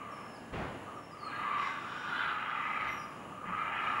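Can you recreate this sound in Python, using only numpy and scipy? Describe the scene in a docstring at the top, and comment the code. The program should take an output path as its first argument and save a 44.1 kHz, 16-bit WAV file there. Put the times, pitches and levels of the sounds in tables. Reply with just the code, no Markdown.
"""Howler monkeys roar in the forest canopy some way off: irregular throat pulses and rushing air ring in
a narrow main resonance, with a rasp above it when the mouth opens. Short yelps lead in, and a second,
broader voice joins in the middle. A bird gives three thin falling whistles, a dull crash rolls
through the trees, two faint tones pass, and the forest hisses throughout."""
import sys
import numpy as np
from scipy import signal
from scipy.fft import rfft, irfft
from scipy.io import wavfile
from scipy.ndimage import uniform_filter1d

SR = 44100
rng = np.random.default_rng(int(sys.argv[2]) if len(sys.argv) > 2 else 0)


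def store_wav(level_fs):
    """Save 16-bit WAV to argv[1]."""
    pcm = np.round(np.clip(np.atleast_2d(level_fs), -1, 1) * 32767)
    wavfile.write(sys.argv[1], SR, pcm.T.astype(np.int16))


N = 176400
TIME = np.arange(N) / SR
WOBBLE = .012  # wander of the vocal resonances, as a share of their frequency


def from_db(db):
    """Decibels to gain."""
    return 10 ** (np.asarray(db) / 20)


def unit_rms(x):
    """Scale to rms 1."""
    return x / np.sqrt(np.mean(x ** 2) + 1e-20)


def evened(x):
    """Hold the level steady over about a twentieth of a second."""
    return x / np.sqrt(uniform_filter1d(x ** 2, size=2200) / np.mean(x ** 2) + 1e-6)


def curve(rows, column=1):
    """Automation: straight lines through one column of timed breakpoints."""
    points = np.transpose(rows)
    return np.interp(TIME, points[0], points[column])


def swell(peak_s, width_s, db):
    """A bell-shaped swell of gain."""
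    return from_db(db) * np.exp(-.5 * ((TIME - peak_s) / width_s) ** 2)


def drift(rate_hz):
    """Smooth random modulation, rms about 1."""
    hop, settle = 40, 2000
    pole = np.exp(-2 * np.pi * rate_hz * hop / SR)
    noise = rng.standard_normal(N // hop + settle + 2)
    slow = signal.lfilter([1], [1, -2 * pole, pole * pole], noise)[settle:]
    return np.interp(np.arange(N) / hop, np.arange(len(slow)), unit_rms(slow))


def coloured(spectrum):
    """Noise shaped by (frequency [Hz], level [dB]) points, rms 1."""
    hz, db = np.transpose(spectrum)
    bins_hz = np.maximum(np.arange(N // 2 + 1) * SR / N, 1)
    gain = from_db(np.interp(np.log(bins_hz), np.log(hz), db))
    return unit_rms(irfft(rfft(rng.standard_normal(N)) * gain, N))


def resonate(x, hz, width_hz):
    """A steep resonance (one pole, twice) whose centre may glide; rms 1."""
    carrier = np.exp(2j * np.pi * np.cumsum(np.broadcast_to(hz, N)) / SR)
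    pole = np.exp(-np.pi * width_hz / SR)
    baseband = signal.lfilter([1], [1, -2 * pole, pole * pole], x * carrier.conj())
    return unit_rms((carrier * baseband).real)


def tract(source, modes, shift=1):
    """A vocal tract: parallel resonances that wobble and shift together."""
    tuning = shift * (1 + WOBBLE * drift(9.2))
    return sum(from_db(db) * resonate(source, hz * tuning, width) for hz, width, db in modes)


def note(centre_s, length_s, hz, db, waver):
    """A short wavering sine under a rounded envelope."""
    envelope = np.sqrt(np.clip(1 - (2 * (TIME - centre_s) / length_s) ** 2, 0, 1))
    phase = 2 * np.pi * np.cumsum(hz * (1 + waver * drift(65.5))) / SR
    return from_db(db) * envelope * np.sin(phase)


def trees(x, wet_db, t60_s=.73):
    """Direct sound plus dense, dying scatter from trunks and leaves."""
    t, wet = TIME[:SR], from_db(wet_db)
    tail = rng.standard_normal(SR) * from_db(-60 * t / t60_s) * (t > .008)
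    scatter = signal.fftconvolve(x, tail / np.linalg.norm(tail))[:N]
    return (x + wet * scatter) / np.sqrt(1 + wet ** 2)


def forest():
    """A steady bed of far roaring, leaves and insects."""
    # colour of the bed: (frequency [Hz], relative level [dB])
    spectrum = [(25, -27), (60, -8), (110, 3), (250, 4.5), (400, 0), (700, 0.5), (1000, -2), (1350, -6),
                (1900, -12), (2450, -14), (2900, -9.5), (3400, -23), (4300, -27), (5200, -29.5),
                (6100, -28), (7000, -22.5), (8300, -31), (9400, -29.5), (10500, -24.5), (11500, -33.5),
                (13000, -42.5), (15500, -52)]
    return from_db(-48.5 + 1.2 * drift(1.9)) * coloured(spectrum)


def faint_tones():
    """Two faint tones, one thin and high, one very low."""
    # (centre time [s], length [s], pitch [Hz], level [dB], waver [share of pitch])
    tones = [(0.38, 0.73, 1677, -58.5, 0.0065), (2.88, 0.14, 66, -57, .08)]
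    return sum(note(*row) for row in tones)


def crash(start_s=.521, attack_s=.016, level_db=-38):
    """A sudden dull burst smeared by the forest; its deep bass dies first."""
    # colour of the burst: (frequency [Hz], relative level [dB])
    spectrum = [(25, -29), (50, 3), (120, -1), (300, -6.5), (700, -7), (1200, -10), (2000, -14.5),
                (2900, -20.5), (4000, -31.5), (6000, -42), (12000, -66)]
    age, noise = TIME - start_s, coloured(spectrum)

    def decay(hold_s, t60_s):
        return from_db(-60 * np.maximum(age - hold_s, 0) / t60_s)

    bass = signal.sosfiltfilt(signal.butter(2, 110, fs=SR, output="sos"), noise)
    thump = from_db(2.5) * evened(bass) * decay(hold_s=.02, t60_s=.7)
    wash = (noise - bass) * decay(hold_s=.11, t60_s=1)
    return from_db(level_db) * np.clip(age / attack_s, 0, 1) * (thump + wash)


def bird(waver=.00454, flutter_db=3):
    """Three falling whistles, each a fluttering, slightly unsteady sine and its octave."""
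    # one contour per whistle: (time [s], pitch [Hz], level [dB])
    whistles = [
        [(.1, 5380, -75), (.13, 5500, -65), (.18, 5210, -70), (.25, 5360, -68.5), (.33, 5260, -64),
         (.355, 5120, -60.5), (.385, 3900, -78)],
        [(.95, 5580, -73), (1.04, 5400, -71), (1.1, 5400, -69), (1.125, 4900, -63), (1.17, 4960, -74),
         (1.225, 4350, -58), (1.265, 4290, -50), (1.3, 4060, -59), (1.32, 3400, -63)],
        [(2.865, 6470, -77), (2.89, 5740, -65), (2.93, 5680, -63), (2.975, 5730, -65.5), (3.008, 4980, -66),
         (3.04, 4990, -61), (3.065, 4800, -77)],
    ]
    # octave of each whistle: (relative level [dB])
    octaves = [-11, -19, -7.5]
    song = np.zeros(N)
    for rows, octave_db in zip(whistles, octaves):
        hz, db = curve(rows, 1), curve(rows, 2)
        gate = np.clip(np.minimum(TIME - rows[0][0], rows[-1][0] - TIME) / .005, 0, 1)
        phase = 2 * np.pi * np.cumsum(hz * (1 + waver * drift(99))) / SR
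        level = from_db(db + flutter_db * drift(51))
        song += gate * level * np.sqrt(2) * (np.sin(phase) + from_db(octave_db) * np.sin(2 * phase))
    return song


def larynx(pulse_hz=94.87, jitter=.3, spread_db=3, breath_share=.78):
    """Chaotic pulses of uneven strength, with a puff of turbulent air in each cycle."""
    cycles = np.cumsum(pulse_hz * np.exp(jitter * drift(60))) / SR
    pulses = np.diff(np.floor(cycles), prepend=0) * from_db(spread_db * drift(100))
    air = rng.standard_normal(N) * (1.4 + np.exp(-3 * (cycles % 1)))
    return np.sqrt(1 - breath_share) * unit_rms(pulses) + np.sqrt(breath_share) * unit_rms(air)


def second_voice():
    """Another larynx and tract: a broader, higher roar that swells in the middle."""
    # envelope: (time [s], level [dB])
    levels = [(1.55, -73), (1.66, -47.5), (1.8, -54), (1.92, -48.5), (2.03, -49), (2.12, -41), (2.22, -37),
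              (2.3, -40), (2.38, -46), (2.55, -44.5), (2.7, -78), (2.9, -72)]
    # resonances before the glide: (frequency [Hz], width [Hz], gain [dB])
    modes = [(952, 87, -10), (1430, 180, 3.5), (1564, 80, -3.5), (3065, 380, -11), (3445, 180, -14.5)]
    # glide of the resonances: (time [s], frequency factor [ratio])
    glide = [(1.6, 1.19), (1.85, 0.95), (2.0, 1.05), (2.12, 0.98), (2.25, 1.016), (2.33, 0.89), (2.55, .95)]
    return from_db(curve(levels)) * evened(tract(larynx(), modes, curve(glide)))


def yelps():
    """Short clear yelps that lead into the roar."""
    # (centre time [s], length [s], pitch [Hz], level [dB])
    calls = [(0.883, 0.032, 1208, -41.5), (0.978, 0.047, 1205, -45), (1.141, 0.033, 1216, -43),
             (1.23, 0.022, 1199, -37.5), (1.277, 0.047, 1230, -35.5), (1.338, 0.044, 1650, -42)]
    return sum(note(*row, waver=.0234) for row in calls)


def grunt(source):
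    """Low resonances give a rough grunt as the last roar starts."""
    # (frequency [Hz], width [Hz], gain [dB])
    modes = [(183, 66, 7.5), (312, 140, -5), (520, 260, 1)]
    return swell(peak_s=3.51, width_s=.04, db=-52) * evened(tract(source, modes))


def hiss():
    """Air rushes through high resonances at the peaks of the roar."""
    # (peak time [s], width [s], relative level [dB])
    peaks = [(1.655, 0.048, -58.5), (1.97, 0.17, -62.5), (2.75, 0.27, -69.5), (3.92, 0.14, -69)]
    # (frequency [Hz], width [Hz], gain [dB])
    modes = [(5100, 350, -6.5), (5600, 550, -3), (7160, 2000, -3.5)]
    return sum(swell(*row) for row in peaks) * tract(rng.standard_normal(N), modes)


def edge(source):
    """The rasp's bright edge, which comes out at the height of each roar."""
    # envelope: (time [s], level [dB])
    levels = [(0, -80), (1.28, -97), (1.35, -63.5), (1.52, -62), (1.6, -57.5), (1.64, -55.5), (1.74, -63),
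              (2.02, -64), (2.1, -57), (2.26, -54), (2.36, -65), (2.55, -67), (2.78, -65), (2.87, -59),
              (2.93, -66), (3.0, -79), (3.4, -92), (3.6, -67.5), (3.79, -71), (3.84, -62), (3.9, -60.5),
              (4, -68)]
    # resonances: (frequency [Hz], width [Hz], gain [dB])
    modes = [(3683, 160, 0), (3877, 200, 1), (4260, 400, -6.5)]
    return from_db(curve(levels)) * evened(unit_rms(tract(source, modes)))


def rasp(source, top_hz=3250, trim_db=2):
    """The open mouth adds broad midrange resonances, cut off steeply on top."""
    # envelope: (time [s], relative level [dB])
    levels = [(0, -65), (.2, -58.5), (.35, -68), (.85, -69.5), (1.2, -68), (1.28, -53.5), (1.33, -48.5),
              (1.5, -47), (1.63, -43.5), (1.75, -51), (1.9, -53), (2.1, -50), (2.25, -46.5), (2.4, -45.5),
              (2.6, -46.5), (2.88, -43.5), (3.02, -54.5), (3.2, -62), (3.42, -65), (3.46, -49), (3.6, -47),
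              (3.74, -41), (3.9, -41), (4, -43)]
    # resonances: (frequency [Hz], width [Hz], gain [dB])
    modes = [(859, 182, -0.5), (1413, 240, -5), (1678, 320, 2), (2410, 250, -0.5), (2848, 280, -3.5),
             (3060, 200, -13.5)]
    band = signal.sosfilt(signal.butter(10, top_hz, fs=SR, output="sos"), tract(source, modes))
    return from_db(curve(levels) + trim_db) * evened(unit_rms(band))


def rings(source, throb_db=2.5, trim_db=.5):
    """Narrow resonances ring and throb at the top of each roar."""
    # envelope: (time [s], relative level [dB])
    levels = [(0, -57.5), (.25, -63), (.4, -80), (1.252, -65), (1.38, -49.5), (1.52, -50), (1.64, -41.5),
              (1.8, -63.5), (2.1, -55.5), (2.23, -39.5), (2.35, -53), (2.601, -46), (2.73, -41), (2.9, -40),
              (3.02, -69), (3.42, -75), (3.46, -52.5), (3.7, -48.5), (3.83, -46.5), (4, -49)]
    # resonances: (frequency [Hz], width [Hz], gain [dB])
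    modes = [(2019, 153, 1.5), (2336, 136, -1), (2548, 230, -9)]
    ringing = evened(unit_rms(tract(source, modes)))
    return from_db(curve(levels) + trim_db + throb_db * drift(22)) * ringing


def throat(source, width_hz=156, trim_db=-1.5):
    """The core of the roar: one narrow throat resonance near 1.2 kHz."""
    # vocal effort: (time [s], relative level [dB])
    effort = [(0, -44), (.15, -44.5), (.3, -56), (.42, -61), (.84, -67), (.89, -46), (.97, -48),
              (1.05, -62), (1.19, -53.5), (1.26, -42), (1.37, -43.5), (1.42, -34.5), (1.55, -32.5),
              (1.66, -35.5), (1.74, -44.5), (2.0, -44.5), (2.06, -41.5), (2.24, -43), (2.29, -33.5),
              (2.38, -44), (2.56, -37), (2.86, -38), (2.96, -43), (3.24, -51.5), (3.41, -46), (3.55, -34.5),
              (3.64, -35.5), (3.71, -43), (3.8, -38), (3.96, -34), (4, -32.5)]
    # centre of the resonance: (time [s], frequency [Hz])
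    centre = [(0, 1167), (.25, 1167), (.9, 1180), (1.278, 1200), (1.5, 1187), (1.701, 1161), (2.1, 1214),
              (2.3, 1230), (2.55, 1235), (2.85, 1225), (3.2, 1166), (3.58, 1232), (3.8, 1250), (4, 1206)]
    hz = curve(centre) * (1 + WOBBLE * drift(15.4))
    return from_db(curve(effort) + trim_db) * evened(resonate(source, hz, width_hz))


def roar(flutter_db=1.55):
    """The lead monkey: one fluttering larynx drives every voiced layer, with hiss on top."""
    source = larynx() * from_db(flutter_db * drift(19))
    return throat(source) + rings(source) + rasp(source) + edge(source) + hiss() + grunt(source)


def scene():
    """Monkeys, their calls cut off steeply above about 6.6 kHz, and a bird among the trees, over the crash and
    the forest bed."""
    treble_cut = signal.butter(4, 6600, fs=SR, output="sos")
    calls = signal.sosfilt(treble_cut, roar() + second_voice() + yelps() + faint_tones())
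    return (trees(calls, wet_db=-4.5) + trees(bird(), wet_db=-2) + crash() + forest())[None]


def record(dry, whine_hz=15677, whine_db=-85, cutoff_hz=15750):
    """A faint electronic whine is added and the top is cut."""
    whine = from_db(whine_db) * np.sqrt(2) * np.sin(2 * np.pi * whine_hz * TIME)
    return signal.sosfilt(signal.ellip(12, .1, 80, cutoff_hz, fs=SR, output="sos"), dry + whine)


dry = scene()
out = record(dry)
store_wav(out)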